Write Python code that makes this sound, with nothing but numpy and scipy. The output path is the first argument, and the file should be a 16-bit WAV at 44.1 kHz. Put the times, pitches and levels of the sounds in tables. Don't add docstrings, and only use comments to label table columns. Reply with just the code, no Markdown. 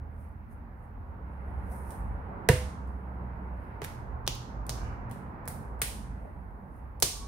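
import sys
import numpy as np
from scipy import signal
from scipy.fft import rfft, irfft, next_fast_len
from scipy.io import wavfile
from scipy.ndimage import uniform_filter1d, map_coordinates

SR = 44100
rng = np.random.default_rng(int(sys.argv[2]) if len(sys.argv) > 2 else 0)


def transcribe(signal):
    frames = np.atleast_2d(signal).T
    limited = np.clip(frames, -1, 1)
    pcm = np.round(limited * 32767).astype(np.int16)
    wavfile.write(sys.argv[1], SR, pcm)


def convert_level_to_amplitude(level_db):
    exponent = np.asarray(level_db, float) / 20
    return 10 ** exponent


N = 320827


def unit(x):
    return x / np.sqrt(np.mean(x ** 2) + 1e-20)


def along(points, hz):
    f, v = np.transpose(points)
    return np.interp(np.log(hz + 1), np.log(f + 1), v)


def curves(rows):
    s, *cols = np.transpose(rows)
    return [np.interp(np.arange(N) / SR, s, c) for c in cols]


def wobble(rate):
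    step = max(1, int(SR / rate / 16))
    coarse = np.arange(0, N + step, step)
    knots = rng.standard_normal(int(N * rate / SR) + 4)
    smooth = map_coordinates(knots, [coarse * rate / SR], mode="nearest")
    return np.interp(np.arange(N), coarse, smooth)


def stroke(s, db, rise, fall):
    t = np.arange(N) / SR - s
    return convert_level_to_amplitude(db + 20 * np.minimum(t / rise, -t / fall))


def filtered(x, response):
    n = x.shape[-1]
    m = next_fast_len(n + 8192)
    return irfft(rfft(x, m) * response(np.fft.rfftfreq(m, 1 / SR)), m)[..., :n]


def causal(points):
    ceps = irfft(np.log(convert_level_to_amplitude(along(points, np.fft.rfftfreq(1024, 1 / SR)))))
    ceps[1:512] *= 2
    ceps[513:] = 0
    return irfft(np.exp(rfft(ceps)))[:512]


def add(out, sound, s):
    part = out[:, round(s * SR):][:, :sound.shape[1]]
    part += sound[:, :part.shape[1]]


# frequency in Hz, left-right correlation.
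ALIKE = [(60, 0.84), (130, 0.9), (290, 0.91), (640, 0.31), (1410, -0.27), (3100, 0.13), (15000, -0.11)]


def rush(spectrum, patchy_db):
    z = signal.stft(rng.standard_normal((2, N)), nperseg=512)[2]
    field = uniform_filter1d(rng.standard_normal(z.shape[1:]), size=5, axis=0)
    field = uniform_filter1d(field, size=12, axis=1)
    pair = signal.istft(z * convert_level_to_amplitude(patchy_db * unit(field)), nperseg=512)[1][:, :N]

    def mid_side(hz):
        turn = np.arccos(np.clip(along(ALIKE, hz), -1, 1)) / 2
        return convert_level_to_amplitude(along(spectrum, hz)) * [np.cos(turn), np.sin(turn)]

    mid, side = filtered(pair, mid_side)
    return unit(np.array([mid + side, mid - side]))


# time in seconds, nearness as tyre roar in dB, speed as extra sizzle in dB.
ROAD = [(0, -55.5, 2), (.63, -57, 0), (1.01, -54, -1), (1.27, -51, .6), (1.62, -48, 3), (1.8, -46.5, 2),
        (2.09, -48.5, 3), (2.4, -45.5, 0), (2.83, -48.5, 0), (3.2, -47.5, 0), (3.58, -49.5, 3),
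        (3.85, -47.5, 0), (4.47, -48, -2), (4.94, -45.5, 1.5), (5.61, -48, -1), (5.95, -50, 1),
        (6.66, -54, -3), (7.27, -53, -1)]
# time in seconds, deep surge in dB, exhaust surge in dB.
SURGES = [(.58, 3.5, 1.5), (.82, -3, -3), (1.02, 2.5, 0), (1.6, 9, 0), (2.09, 10, 3), (2.3, 3, 1),
          (2.83, 4, 3), (3.08, -5, 0), (3.3, 1, -2), (4.17, 7.5, -1.5), (4.6, 2.5, 0), (4.94, 8.5, 1),
          (5.18, 0, 3.5), (5.61, 1.5, 4.5), (5.85, 3, -1), (6.05, 4, 6), (7.27, 4, 0)]
# frequency in Hz, level in dB per Hz.
DEEP = [(15, -44), (28, -16.5), (45, -2), (65, -2), (90, -6), (130, -30), (300, -85.5)]
BOOM = [(50, -50), (85, -2.5), (125, -0.5), (165, -6), (210, -3.5), (270, -10), (400, -28), (900, -90.5)]
TYRES = [(150, -50), (280, -5.5), (450, -4), (650, -5.5), (900, -1), (1150, -6.5), (1600, -14.5),
         (2400, -40.5), (5000, -100)]
SIZZLE = [(700, -52), (1400, 0), (2000, -5), (2600, -15), (3400, -29.5), (5000, -35.5), (8000, -66.5)]
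# level in dB, then dB of swing per dB of nearness, of speed,
# of deep surge and of exhaust surge.
FOLLOWS = [
    (-46, .1, 0, 1, 0),
    (-48.5, .5, 0, 0, 1),
    (-50, 1, 0, 0, 0),
    (-62, .7, 1, 0, 0),
]


def traffic():
    near_db, speed_db = curves(ROAD)
    t = np.arange(0, N, 64) / SR
    s, *surge_db = np.transpose(SURGES)
    half_width_s = .13
    surges = np.array(surge_db) @ np.exp(-((t - s[:, None]) / half_width_s) ** 2)
    controls = np.array([np.ones(N), near_db - near_db.mean(), speed_db, *curves(np.c_[t, surges.T])])
    out = np.zeros((2, N))
    for row, colour in zip(FOLLOWS, (DEEP, BOOM, TYRES, SIZZLE)):
        level_db = np.dot(row, controls) + 1.1 * wobble(6)
        out += convert_level_to_amplitude(level_db) * rush(colour, patchy_db=0.92)
    return out


# start in seconds, length in seconds,
# pitch in Hz, level in dB.
NOTES = [(-.05, .43, 78, -41), (1.2, .74, 67, -41), (1.98, .22, 52, -39.5), (2.2, .25, 62, -45),
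         (2.48, .27, 68, -38), (2.78, .86, 65, -38), (4.5, .4, 54, -38), (5.66, .2, 59, -41),
         (5.96, .22, 53, -41), (6.36, .24, 61, -44), (6.78, .17, 63, -44), (6.95, .4, 55.5, -43),
         (-.05, .5, 120, -52), (3.18, .18, 123, -49), (3.95, .5, 120, -46.5), (4.55, .45, 117, -47),
          (5.05, .11, 116, -47), (1.13, .92, 185, -53), (2.3, .55, 188, -51), (2.92, .62, 186, -49),
          (6.0, .55, 189, -56), (6.6, .11, 189, -51)]


def engines():
    out = np.zeros(N)
    drift, flutter = .008 * wobble(12), convert_level_to_amplitude(1.5 + 2.2 * wobble(8))
    sag = -.02
    for start, length, hz, db in NOTES:
        span = slice(max(round((start - .1) * SR), 0), round((start + length + .1) * SR))
        t = np.arange(N)[span] / SR - start
        fade = np.clip(np.minimum(t, length - t) / 0.08 + .5, 0, 1)
        cycles = hz * np.cumsum(1 + sag * t + drift[span]) / SR
        out[span] += fade * convert_level_to_amplitude(db) * np.sin(2 * np.pi * cycles)
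    return out * flutter


# frequency in Hz, t60 in seconds.
SHED = [(100, .3), (500, 0.24), (1500, 0.39), (3000, 0.5), (6000, 0.53), (9000, 0.46), (12000, 0.4),
        (16000, 0.34)]
# frequency in Hz, level in dB.
FILL = [(200, 1), (600, -1.5), (1500, -0.5), (3000, 0.5), (6000, 1), (9000, -1), (13000, -2), (16000, -3)]
# level in dB over the tail, t60 in seconds.
NEAR = (2.2, 0.029)


def shed(x, wet_db):
    hz, t, z = signal.stft(rng.standard_normal((2, SR * 3 // 5)), SR, nperseg=256)
    z = z + 2 * z[:1] * (hz < 400)[:, None]
    decay_db = along(FILL, hz)[:, None] - 60 * t / along(SHED, hz)[:, None]
    tail = signal.istft(z * convert_level_to_amplitude(decay_db), SR, nperseg=256)[1]
    t = np.arange(tail.shape[1]) / SR
    tail *= (1 - np.exp(-t / 0.0012)) * (1 + convert_level_to_amplitude(NEAR[0] - 60 * t / NEAR[1]))
    tail *= convert_level_to_amplitude(wet_db) / np.linalg.norm(tail, axis=1, keepdims=True)
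    return signal.fftconvolve(x[None], tail, axes=1)


def bearing():
    peak_s, pitch_hz, fall_hz = 7.24, 1110, 55
    early = np.clip((peak_s - np.arange(N) / SR) / .09, 0, 1)
    phase = 2 * np.pi * np.cumsum(pitch_hz + fall_hz * early + 14 * wobble(60)) / SR
    tone = np.sin(phase) + convert_level_to_amplitude(-17) * np.sin(2.07 * phase)
    return stroke(peak_s, -51.5, rise=.18, fall=.6) * convert_level_to_amplitude(3.5 * wobble(70)) * tone


def ring(modes, rise, flip):
    t = np.arange(SR * 3 // 5) / SR
    out = np.zeros(len(t))
    for k, (hz, db, t60) in enumerate(modes):
        swell = 1 - np.exp(-t * hz / rise)
        out += flip ** k * convert_level_to_amplitude(db - 60 * t / t60) * np.sin(2 * np.pi * hz * t) * swell
    return out


# time in seconds, level in dB.
DROP = (2.4886, -14.5)
# frequency in Hz, level in dB, t60 in seconds.
FLOOR = [(68, -7.5, 0.13), (92, -5.5, 0.28), (118, 1, 0.14), (138.3, -1, .16), (160, -10, 0.02)]


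def floor_thumps():
    out = np.zeros((2, N))
    boards = ring(FLOOR, rise=0.22, flip=0.94) * np.ones((2, 1))
    delay_s = .0105
    add(out, convert_level_to_amplitude(-13.5) * boards, DROP[0] + delay_s - .0008)
    for s, smack_db, weight_db, *_ in SLAPS:
        thud_db = smack_db + weight_db
        add(out, convert_level_to_amplitude(-36.5 + .3 * thud_db) * boards, s + delay_s)
    return out


# frequency in Hz, level in dB, t60 in seconds.
HEAD = [(215, -23.5, .1), (355, -12.5, .06), (453, -2.5, 0.078), (503, -8, 0.34), (630, -26.5, 0.7),
        (700, -8, 0.063), (960, -7.5, .05), (1505, -13, .05), (1680, -11, .04), (1803, -13, 0.092),
        (1856, -14, .07), (2035, -14, 0.064), (2150, -23.5, .15), (2797, -29.5, 0.37)]


def wheel_head():
    out = np.zeros((2, N))
    disc = convert_level_to_amplitude(DROP[1]) * ring(HEAD, rise=.6, flip=-1.027)
    add(out, np.array([disc, disc]), DROP[0])
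    length = SR // 40
    fade_out = np.hanning(SR // 20)[length:][:length]
    add(out, shed(disc[:length] * fade_out, wet_db=-6), DROP[0])
    return out


# frequency in Hz, level in dB, t60 in seconds.
LUMP = [(415, 0, .04)]
# time of the knock in seconds, level in dB.
KNOCKS = [
    (2.4884, -20),
    (3.8177, -31.5),
]


def lump_knocks():
    out = np.zeros((2, N))
    lump = ring(LUMP, rise=.15, flip=1) * np.ones((2, 1))
    for s, db in KNOCKS:
        add(out, convert_level_to_amplitude(db) * lump, s)
    return out


# peak in seconds, level in dB, centre in Hz,
# seconds to rise or fall 20 dB.
GRIND = [(.19, -56, 566, .15), (4.842, -51, 1520, .12), (4.98, -60, 1420, .4), (4.86, -60, 2250, .25),
         (4.87, -63, 2800, .2), (5.02, -55, 1080, .25), (3.831, -49, 2250, .03), (5.2, -53, 900, .2),
         (6.255, -49, 594, .14)]


def grinding():
    rough, t = np.array([wobble(450), wobble(450)]), np.arange(N) / SR
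    out = np.zeros(N)
    for s, db, hz, reach in GRIND:
        out += stroke(s, db + 1.0, reach, reach) * np.sin(2 * np.pi * hz * t)
    return rough * out


# frequency in Hz, level in dB per Hz.
RUB_COLOUR = [(1500, -37.5), (3600, -24), (5700, -13), (7600, -14), (9200, 0.5), (11000, -3), (15200, -10),
              (17000, -18.5)]
# firmest grip in seconds, level in dB, seconds to rise 20 dB,
# seconds to fall 20 dB.
RUB = [(.21, -70, .09, .17), (.52, -69.5, .04, .08), (.84, -78, .12, .11), (1.09, -86, .2, .2),
       (1.33, -83, .12, .15), (1.49, -81, .1, .12), (1.68, -71, .2, .2), (1.72, -58, .03, .33),
       (1.915, -57, .05, .095), (2.6, -88, .9, .9), (2.875, -79.5, .025, .16), (3.2, -88, .9, .9),
       (3.64, -78.5, .25, .25), (6.25, -80, .3, .3), (6.5, -87, .9, .9), (6.76, -75, .11, .17)]


def rubbing():
    level = sum(stroke(*row) for row in RUB)
    return level * unit(convert_level_to_amplitude(2.0 * wobble(900)) * rush(RUB_COLOUR, patchy_db=2.0))


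def spray(contact):
    u, hz = np.arange(2048) / (contact * SR / 3), np.fft.rfftfreq(2048, 1 / SR)
    spikes = rng.standard_normal((2, len(u))) * rng.exponential(1, len(u)) ** 1.4
    z = rfft(spikes * u * np.exp(-u))
    z = z / np.sqrt(uniform_filter1d(abs(z) ** 2, size=40, axis=1))
    low = 1 / (1 + (hz / 1300) ** 4)
    push = np.exp(-2j * np.pi * hz * contact * .55)
    return irfft(np.sqrt(1 - low) * z + np.sqrt(low) * push)[:, :1024]


# time in seconds, smack in dB, weight as thud over smack in dB,
# wetness as snap over smack in dB, contact in ms.
SLAPS = [
    (1.9046, -29.5, -5, 13, 4),
    (2.4884, 1.1, 11.5, 4, 1.7),
    (3.8177, -19.5, 17.5, -6, 3),
    (3.8457, -18, 4, 3, 2.1),
    (4.2764, 0, 1.5, -10.5, 2.1),
    (4.694, -5.5, -4.5, -5.5, 1.3),
    (5.1123, -27.5, 22, 8, 1.6),
    (5.477, -20.5, 13.5, 10, 1.2),
    (5.8168, -5.5, 1.1, 10.5, 2.1),
    (7.0235, 5.5, 3, -1.1, 2.1),
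]
# time in seconds, smack in dB, weight in dB, wetness in dB.
TOUCHES = [(1.892, -44, 12, 8), (2.8745, -51, 11, 7), (3.8413, -19.5, -15, -1.1), (4.2656, -16.5, -17, -3),
           (4.3515, -36, -6, 7.5), (4.6664, -32.5, 5.5, 9), (5.097, -42, 16, 6), (5.455, -36.5, 15, 2.5),
           (5.793, -46, 11, 9), (7.001, -26, -9, 9.5)]
# time in seconds, smack in dB, weight in dB,
# wetness in dB.
ROLLS = [(3.829, -27, 4, -2.1), (4.698, -13.5, -2, -4), (5.48, -19.5, -10, 9.5), (5.8192, -4, -5, 3.5),
         (7.0258, 7.5, -9, .6)]
# time in seconds, facing the microphone as direct over room in dB,
# hollow palm at 2 kHz in dB, cupping at 3 kHz in dB, sheen in dB.
FACING = [(1.9, -4, -3, 1.5, -5), (2.49, 2.1, 1.5, 4, -2.5), (3.83, 1.1, 7.5, 4, 3.5),
          (4.264, -1.5, 0, -.6, -5), (4.276, 4.5, -2.5, 3.5, 4), (4.694, 3.5, -3.5, -6.5, 1.1),
          (5.11, -3, -9, 5, .6), (5.477, .6, -1.1, -4.5, 3), (5.817, -.6, 1.5, 3.5, -1.1),
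          (7.024, 2.1, -7.5, -4.5, -1.5)]


def slaps():
    out = np.zeros((2, N))
    times = np.transpose(FACING)[0]
    touch_ms, roll_ms = 1.8, 5.5
    contacts = SLAPS + [(*row, touch_ms) for row in TOUCHES] + [(*row, roll_ms) for row in ROLLS]

    def aside_share(hz):
        return .65 * hz / (hz + 3500)

    for s, smack_db, weight_db, wet_db, ms in contacts:
        direct_db, hollow_db, cup_db, sheen_db = FACING[abs(times - s).argmin()][1:]
        thud_db, snap_db, contact = smack_db + weight_db, smack_db + wet_db, ms / 1000
        clap_db = smack_db + 1.5 + hollow_db + .47 * weight_db + .55 * wet_db
        shape = causal([
            (60, thud_db - 19), (250, thud_db - 10), (430, thud_db + 2.0), (1100, thud_db - 1.0),
            (1450, clap_db - 3.5), (2100, clap_db),
            (2900, smack_db + cup_db), (4700, smack_db), (6300, smack_db),
            (7600, (smack_db + snap_db) / 2 - 2.5), (9000, snap_db + 2.5),
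            (12000, snap_db + sheen_db - 3.0), (16500, snap_db + sheen_db - 6)])
        front, aside = signal.fftconvolve(spray(contact), shape[None], axes=1)
        front = filtered(front, lambda hz: np.sqrt(1 - aside_share(hz)))
        aside = filtered(aside, lambda hz: np.sqrt(aside_share(hz)))
        add(out, convert_level_to_amplitude(direct_db) * np.array([front + aside, front - aside]), s)
        add(out, shed(shape, wet_db=-1.03), s + contact / 3)
    return out


def scene():
    outside = traffic() + engines()
    wheel = bearing() + floor_thumps() + wheel_head() + lump_knocks()
    return outside + wheel + grinding() + rubbing() + slaps()


def low_pass(x):
    return signal.sosfilt(signal.butter(12, 17000, fs=SR, output="sos"), x)


# frequency in Hz, left minus right in dB.
LEAN = [(60, -2.6), (300, -2.2), (1300, -3.5), (4400, -3), (8000, -1.6), (15000, -.6)]
# frequency in Hz, level in dB per Hz.
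HISS = [(1500, -22.5), (4000, -4), (7500, -11), (10000, -7.5), (13000, 2), (16000, -3)]
# frequency in Hz, level in dB.
PASS_BAND = [(11, -30), (32, 0), (15750, 0), (15950, -20), (17000, -40)]


def record(dry):
    leaning = filtered(dry, lambda hz: convert_level_to_amplitude(np.outer([.5, -.5], along(LEAN, hz))))
    hissing = leaning + convert_level_to_amplitude(-81.5) * rush(HISS, patchy_db=0.5)
    captured = filtered(hissing, lambda hz: convert_level_to_amplitude(along(PASS_BAND, hz)))
    captured = captured / (1 + abs(captured / .95) ** 6) ** (1 / 6)
    return low_pass(captured)


dry = scene()
out = record(dry)
transcribe(out)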